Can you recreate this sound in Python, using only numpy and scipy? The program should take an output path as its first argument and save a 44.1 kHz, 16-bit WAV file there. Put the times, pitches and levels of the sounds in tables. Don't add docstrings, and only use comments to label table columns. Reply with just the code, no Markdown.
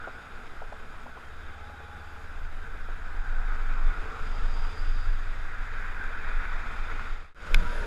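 import sys
import numpy as np
from scipy import signal
from scipy.fft import rfft, irfft
from scipy.io import wavfile
from scipy.ndimage import uniform_filter1d

SR = 44100
rng = np.random.default_rng(int(sys.argv[2]) if len(sys.argv) > 2 else 0)


def digitize_waveform(pressure):
    field = np.atleast_2d(pressure).T
    bounded = np.clip(field, -1, 1)
    quanta = np.round(bounded * 32767).astype(np.int16)
    wavfile.write(sys.argv[1], SR, quanta)


N = 346626
TIME_S = np.arange(N) / SR
FFT_SIZE, HOP = 2048, 512
BINS_HZ = np.fft.rfftfreq(FFT_SIZE, 1 / SR)
FRAMES_S = np.arange(N // HOP + 5) * HOP / SR

# (time [s], rate [cycles/s])
ENGINE_RATE = [(1.05, 11.7), (1.25, 13.8), (1.55, 17.9), (2.1, 17.7), (2.5, 15.3), (3.45, 14.8),
               (4.1, 17.9), (4.5, 19), (5.4, 22.3), (5.7, 22.8), (6.15, 15.3), (6.35, 14.2), (7.12, 16)]
# (multiple of cycle rate, relative level [dB])
ENGINE_ORDERS = [(3, -8), (4, 0), (5, -0.5), (6, -22), (7, -12), (8, -5), (9, 0.5), (14, 7)]
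# (frequency [Hz], gain [dB])
EXHAUST_RESPONSE = [(30, -22), (47, -3), (59, 1), (76, 7), (92, 0.5), (115, -10.5), (140, -16.5),
                    (250, -26)]
# (time [s], level [dB])
THROTTLE_LEVEL = [(0, -51), (1.2, -50.5), (1.5, -48), (3.3, -49), (4, -48.5), (5, -42), (5.65, -48),
                  (5.9, -47), (6.35, -51.5), (6.7, -47.5)]

# (frequency [Hz], density [dB per Hz])
ROAD_SPECTRUM = [(40, 6.5), (100, 2.5), (150, 3.5), (260, -0.5), (340, -0.5), (560, -2), (780, 3),
                 (1000, -3), (1300, 3.5), (2000, -48)]
TRUCK_SPECTRUM = [(40, -7), (100, 2), (170, 6), (270, -2), (350, 3.5), (430, -4.5), (540, 2), (660, 1),
                  (800, -7), (1060, -12), (1300, -3), (2000, -38)]
TREAD_SPECTRUM = [(600, -22), (950, -8), (1150, -6), (1350, 1), (1550, 5), (1750, -6), (2100, -14),
                  (3000, -87)]
SIZZLE_SPECTRUM = [(1200, -6.5), (1750, 2), (2000, 3.5), (2450, 0.5), (2850, -21), (3600, -12), (6000, -39)]
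HISS_SPECTRUM = [(1800, -5.5), (2800, 0.5), (3800, -2), (4250, -6.5), (4900, -8), (5600, -10), (6200, -13),
                 (6900, -9.5), (8500, -16), (11000, -22.5), (15000, -32)]
AIR_SPECTRUM = [(3000, -34), (7000, -3), (9000, -6), (10800, -1.5), (12500, -5), (15000, -5)]
# (frequency [Hz], width [Hz], lift [dB])
CASE_RESONANCES = [(237, 13, 5.5), (447, 22.4, 9.5), (1320, 42, 2.5), (1454, 30, 3), (1670, 40, 3.5),
                   (2577, 260, 5), (3180, 55, 5), (3520, 48, 8.5), (3770, 63, 6.5), (4700, 71, 6),
                   (4950, 280, 6.5), (6630, 156, 5.5), (6770, 70, 0.5)]
# (time alongside [s], half-length [s], tread pitch [Hz],
# road roar [dB], tread howl [dB], tyre sizzle [dB], hiss [dB])
VEHICLE_PASSES = [(0.15, 0.43, 1396, -56.5, -45, -54, -64.5), (4.25, 0.44, 1334, -48, -41, -50.5, -55),
                  (6.45, 0.63, 1680, -79, -49.5, -70, -63), (6.8, 0.58, 1380, -52.5, -39.5, -44.5, -58)]
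# (road roar [dB], tread howl [dB], tyre sizzle [dB], hiss [dB])
STREAM_LEVELS = (-52.5, -51.5, -58, -63)
# (road roar [dB], tread howl [dB], sizzle [dB], hiss [dB])
TRUCK_LEVELS = (-44, -40.5, -49.5, -52)

# (start [s], end [s], start pitch [Hz], end pitch [Hz], width [Hz], level [dB])
VEHICLE_TONES = [(1.4, 2.35, 830, 827, 6, -58), (1.38, 2.35, 835, 830, 60, -61),
                 (1.2, 2.4, 3500, 3480, 60, -69), (0.8, 1.9, 3190, 3160, 70, -71),
                 (1.2, 2.2, 3790, 3770, 80, -71), (2.9, 4.4, 812, 790, 150, -58.5),
                 (4.2, 4.9, 945, 915, 50, -57.5), (3.7, 5.2, 442, 436, 40, -60),
                 (4.08, 5.35, 4880, 4790, 380, -61), (7.42, 7.95, 55, 62, 1, -43),
                 (7.45, 7.72, 106, 105, 3, -49), (7.52, 7.675, 176, 170, 2, -42),
                 (7.43, 8, 478, 463, 12, -50), (7.72, 7.92, 428, 412, 10, -48.5),
                 (7.4, 8, 615, 595, 24, -56), (7.44, 7.6, 1002, 995, 8, -52.5),
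                 (7.54, 7.85, 970, 964, 12, -49), (7.79, 7.94, 932, 922, 6, -48),
                 (7.38, 7.92, 11500, 9600, 450, -70)]
# (time [s], thud peak before hollow ring [dB], mid pitch [Hz], half-length [s])
CASE_KNOCKS = [(.076, -31, 666, 0.0025), (0.622, -35, 738, 0.0042), (0.727, -34.5, 730, 0.0043),
               (0.943, -44, 990, 0.0044), (1.065, -39, 775, 0.0054), (1.174, -40, 883, .007),
               (1.701, -45, 620, 0.0047), (1.803, -38.5, 633, 0.0024), (2.75, -42, 463, 0.0038),
               (2.889, -39.5, 610, 0.0029), (4.65, -37, 1300, 0.0044), (6.108, -41, 580, 0.0034),
               (6.901, -33, 1396, .002), (6.995, -31, 1364, 0.0028)]
# (time [s], peak [dB], brightness [Hz])
CASE_TICKS = [(0.4645, -46, 5000), (0.4672, -43, 7000), (0.4692, -41, 7000), (0.476, -41, 7000),
              (0.4785, -44, 5000), (0.725, -43, 8000), (2.773, -43, 10000), (3.738, -37, 5960),
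              (6.039, -37.5, 10000), (7.5444, -9.5, 14000), (7.5456, -12, 8500)]
# (frequency [Hz], relative level [dB], t60 [s])
SHELL_MODES = [(452, -14.5, 0.065), (890, -19, 0.019), (1490, 1.5, 0.014), (2180, 2.5, 0.01),
               (2520, -0.5, 0.01), (3150, -3, 0.0059), (3537, -5.5, 0.012), (4110, -9, 0.012),
               (4620, -23, 0.047), (5170, -12, 0.013), (6160, -15, 0.0088), (6920, -13, 0.01),
               (11000, -3, 0.0035)]

# (time [s], buffeting level [dB])
WIND_LEVEL = [(0, -39), (.2, -44.5), (.65, -35), (1.05, -41), (1.4, -38.5), (1.9, -47), (2.5, -32.5),
              (3.15, -29), (3.28, -23.5), (3.88, -23.5), (4.03, -31.5), (4.25, -23), (4.6, -22),
              (5.22, -24), (5.7, -30.5), (6.1, -28.5), (6.3, -25.5), (7.15, -27.5), (7.49, -30.5),
              (7.56, -15.5), (7.63, -23), (7.85, -25.5)]
# (frequency [Hz], level [dB])
BUFFET_SPECTRUM = [(5, -10.5), (14, -5), (21, 0), (25, -4.5), (31, -10), (45, -30), (70, -28.5), (120, -42),
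                   (300, -61)]
# (time [s], depth [dB])
WIND_LULLS = [(1.22, 8), (4.12, 6), (4.75, 16.5), (5.33, 0.5), (6.17, 2.5), (6.71, 5.5)]

HOWL_LEAD_S, SIZZLE_LEAD_S, HISS_LAG_S = 0.46, 0.31, 0.33
HISS_SPREAD = 1.35
FALLOFF_POWER, DOPPLER_SHARE = 1.1, 0.066
TREAD_HZ = 1440
AIR_DB, AIR_TRUCK_DB = -73.5, -68.5

FLUTTER_DB, FLUTTER_HZ = 2.5, 4.3
KNOCK_LIFT_SHARE, RATTLE_DB = 0.4054, -8.5
BOOM_HZ, BOOM_WIDTH_HZ, BOOM_DB = 442.4, 12, 2
CRACK_DB, CRACK_DECAY_S = -8, 0.0011

GUST_DB, GUST_HZ, LULL_HALF_S = 2.1, 6, 0.056
ROCK_HZ, ROCK_DB, ROCK_WANDER_SHARE = 20.9, 3, 0.0902
STRONG_DB = -23.5

SILENT_S, FADE_OUT_S, FADE_IN_S_PER_UNIT_GAIN = 7.347, .27, .22
FULL_GAIN, RETURN_GAIN = .9, .06
EDGE_HZ = 15250


def amp(db):
    return 10 ** (np.asarray(db) / 20)


def unit(x):
    return x / np.sqrt(np.mean(x ** 2) + 1e-20)


def read_db(points, hz):
    f_hz, db = np.transpose(points)
    return np.interp(np.log(hz + 1), np.log(f_hz), db)


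def follow(rows, t_s):
    s, value = np.transpose(rows)
    return np.interp(t_s, s, value)


def add(mix, start_s, sound):
    part = mix[round(start_s * SR):][:len(sound)]
    part += sound[:len(part)]


def drift(hz):
    f_hz = np.fft.rfftfreq(N, 1 / SR)
    lowpass = np.exp(-.5 * (f_hz / hz) ** 2)
    return unit(irfft(rfft(rng.standard_normal(N)) * lowpass, N))


def motorcycle():
    rate_hz = follow(ENGINE_RATE, TIME_S)
    level_db = follow(THROTTLE_LEVEL, TIME_S)
    turns = np.cumsum(rate_hz * (1 + 0.0067 * drift(10.9))) / SR
    tone = np.zeros(N)
    for order, db in ENGINE_ORDERS:
        gain = amp(db + read_db(EXHAUST_RESPONSE, order * rate_hz))
        tone += gain * np.cos(2 * np.pi * (order * turns + rng.random()))
    return amp(level_db + 1.0 + 0.47 * drift(14.0)) * unit(tone)


def nearness(peak_s, half_s):
    return np.hypot(1, (TIME_S - peak_s) / half_s) ** -FALLOFF_POWER


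def rush(spectrum, patchy_db, doppler=1):
    real, imag, patches = rng.standard_normal((3, len(FRAMES_S), len(BINS_HZ)))
    patches = uniform_filter1d(patches, size=6, axis=0)
    patches = unit(uniform_filter1d(patches, size=16, axis=1))
    case_db = sum(db / (1 + (2 * (BINS_HZ - hz) / width_hz) ** 2) for hz, width_hz, db in CASE_RESONANCES)
    source_hz = BINS_HZ / np.reshape(doppler, (-1, 1))
    skirt = 1 / (1 + (source_hz / spectrum[-1][0]) ** 4)
    gain = skirt * amp(read_db(spectrum, source_hz) + case_db + patchy_db * patches)
    frames = (real + 1j * imag) * gain
    return unit(signal.istft(frames.T, nperseg=FFT_SIZE, noverlap=FFT_SIZE - HOP)[1][:N])


def traffic():
    beside_truck = TIME_S > SILENT_S
    roar_gain, howl_gain, sizzle_gain, hiss_gain = (
        amp(np.where(beside_truck, near_db, far_db))
        for far_db, near_db in zip(STREAM_LEVELS, TRUCK_LEVELS))
    tread = howl_gain * rush(TREAD_SPECTRUM, patchy_db=1.5)
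    for s, half_s, hz, roar_db, howl_db, sizzle_db, hiss_db in VEHICLE_PASSES:
        approach = np.tanh((FRAMES_S - s + HOWL_LEAD_S / 2) / half_s)
        doppler = hz / TREAD_HZ * (1 - DOPPLER_SHARE * approach)
        howl = rush(TREAD_SPECTRUM, patchy_db=2.0, doppler=doppler)
        tread = tread + amp(howl_db) * nearness(s - HOWL_LEAD_S, half_s) * howl
        roar_gain = np.hypot(roar_gain, amp(roar_db) * nearness(s, half_s))
        sizzle_gain = np.hypot(sizzle_gain, amp(sizzle_db) * nearness(s - SIZZLE_LEAD_S, half_s))
        hiss_gain = np.hypot(hiss_gain, amp(hiss_db) * nearness(s + HISS_LAG_S, half_s * HISS_SPREAD))

    truck_rumble = amp(-1.0) * rush(TRUCK_SPECTRUM, patchy_db=1.5)
    rumble = np.where(beside_truck, truck_rumble, rush(ROAD_SPECTRUM, patchy_db=1.0))
    road = roar_gain * amp(0.5 + 0.9 * drift(23)) * rumble
    tread = tread * amp(0.13 * drift(35))
    sizzle = sizzle_gain * amp(-0.24) * rush(SIZZLE_SPECTRUM, patchy_db=1.0)
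    hiss = hiss_gain * amp(1.5) * rush(HISS_SPECTRUM, patchy_db=1.0)
    air_db = np.where(beside_truck, AIR_TRUCK_DB, AIR_DB) + 0.69 * drift(11)
    air = amp(air_db) * rush(AIR_SPECTRUM, patchy_db=2.5)
    surface_gain = amp(0.66 * drift(30))
    return (road + tread + sizzle + hiss) * surface_gain + air


def whines():
    out = np.zeros(N)
    for start_s, end_s, from_hz, to_hz, width_hz, db in VEHICLE_TONES:
        count = min(N, max(16, int((end_s - start_s) * SR)))
        blur = (drift(width_hz / 2) + 1j * drift(width_hz / 2))[:count]
        blur /= np.sqrt(uniform_filter1d(abs(blur) ** 2, size=5000))
        turns = np.cumsum(np.linspace(from_hz, to_hz, count)) / SR
        tone = (blur * np.exp(2j * np.pi * turns)).real
        tone = tone * amp(FLUTTER_DB * drift(FLUTTER_HZ)[:count])
        add(out, start_s, amp(db) * unit(tone) * signal.windows.tukey(count, .5))
    return out


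def knocks():
    out = np.zeros(N)
    t_s = np.arange(-900, 2200) / SR
    for s, db, hz, half_s in CASE_KNOCKS:
        pitch_hz = hz * (1 + KNOCK_LIFT_SHARE * np.tanh(t_s / half_s))
        turns = np.cumsum(pitch_hz) / SR + rng.random()
        thud = np.exp(-(t_s / half_s) ** 2) * np.sin(2 * np.pi * turns)
        band = signal.butter(2, [0.5 * hz, 1.4 * hz], "bandpass", fs=SR, output="sos")
        rattle = unit(signal.sosfilt(band, rng.standard_normal(len(t_s))))
        rattle *= np.exp(np.minimum(t_s / 0.0027, -t_s / 0.015))
        add(out, s + t_s[0], amp(db) * (thud + amp(RATTLE_DB) * rattle))
    hollow = signal.iirpeak(BOOM_HZ, BOOM_HZ / BOOM_WIDTH_HZ, fs=SR)
    return out + amp(BOOM_DB) * signal.lfilter(*hollow, out)


def ticks():
    out = np.zeros(N)
    t_s = np.arange(2200) / SR
    snap_pole = np.exp(-2 * np.pi * 3200 / SR)
    for s, db, bright_hz in CASE_TICKS:
        ring = np.zeros(len(t_s))
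        for hz, mode_db, t60_s in SHELL_MODES:
            ring += amp(mode_db - 60 * t_s / t60_s) * np.sin(2 * np.pi * (hz * t_s + rng.random()))
        snap = unit(signal.lfilter([1], [1, -snap_pole], rng.standard_normal(len(t_s))))
        blow = ring + amp(CRACK_DB) * snap * np.exp(-t_s / CRACK_DECAY_S)
        contact = signal.butter(2, min(bright_hz, SR / 2.5), fs=SR, output="sos")
        blow = signal.sosfilt(contact, blow * (1 - np.exp(-t_s / 0.00037)))
        add(out, s, amp(db) * blow / abs(blow).max())
    return out


def wind():
    wind_db = follow(WIND_LEVEL, TIME_S)
    f_hz = np.fft.rfftfreq(N, 1 / SR)
    response = amp(read_db(BUFFET_SPECTRUM, f_hz)) / (1 + (f_hz / 400) ** 2)
    eddies = irfft(rfft(rng.standard_normal(N)) * response, N)
    airspeed = amp(.15 * np.minimum(uniform_filter1d(wind_db, size=SR) + 26, 1))
    eddies = np.interp(np.cumsum(airspeed) % N, np.arange(N), eddies)
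    turns = np.cumsum(ROCK_HZ * airspeed * (1 + ROCK_WANDER_SHARE * drift(7.36))) / SR
    rock_gain = amp(ROCK_DB + np.minimum(wind_db - STRONG_DB, 0))
    buffeting = unit(eddies) + rock_gain * unit(np.sin(2 * np.pi * turns))
    local_rms = np.sqrt(uniform_filter1d(buffeting ** 2, size=6000))
    lull_db = sum(db * np.exp(-((TIME_S - s) / LULL_HALF_S) ** 2) for s, db in WIND_LULLS)
    return amp(wind_db - lull_db + GUST_DB * drift(GUST_HZ)) * buffeting / local_rms


def scene():
    return (motorcycle() + traffic() + whines() + knocks() + ticks() + wind())[None]


def record(dry):
    fade_out = FULL_GAIN * np.minimum((SILENT_S - TIME_S) / FADE_OUT_S, 1)
    fade_in = np.minimum(RETURN_GAIN + (TIME_S - SILENT_S) / FADE_IN_S_PER_UNIT_GAIN, FULL_GAIN)
    fade = np.where(TIME_S < SILENT_S, fade_out, fade_in)
    lowpass = signal.firwin(511, EDGE_HZ, window=("kaiser", 9), fs=SR)
    return signal.oaconvolve(dry * fade, lowpass[None], "same")


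dry = scene()
out = record(dry)
digitize_waveform(out)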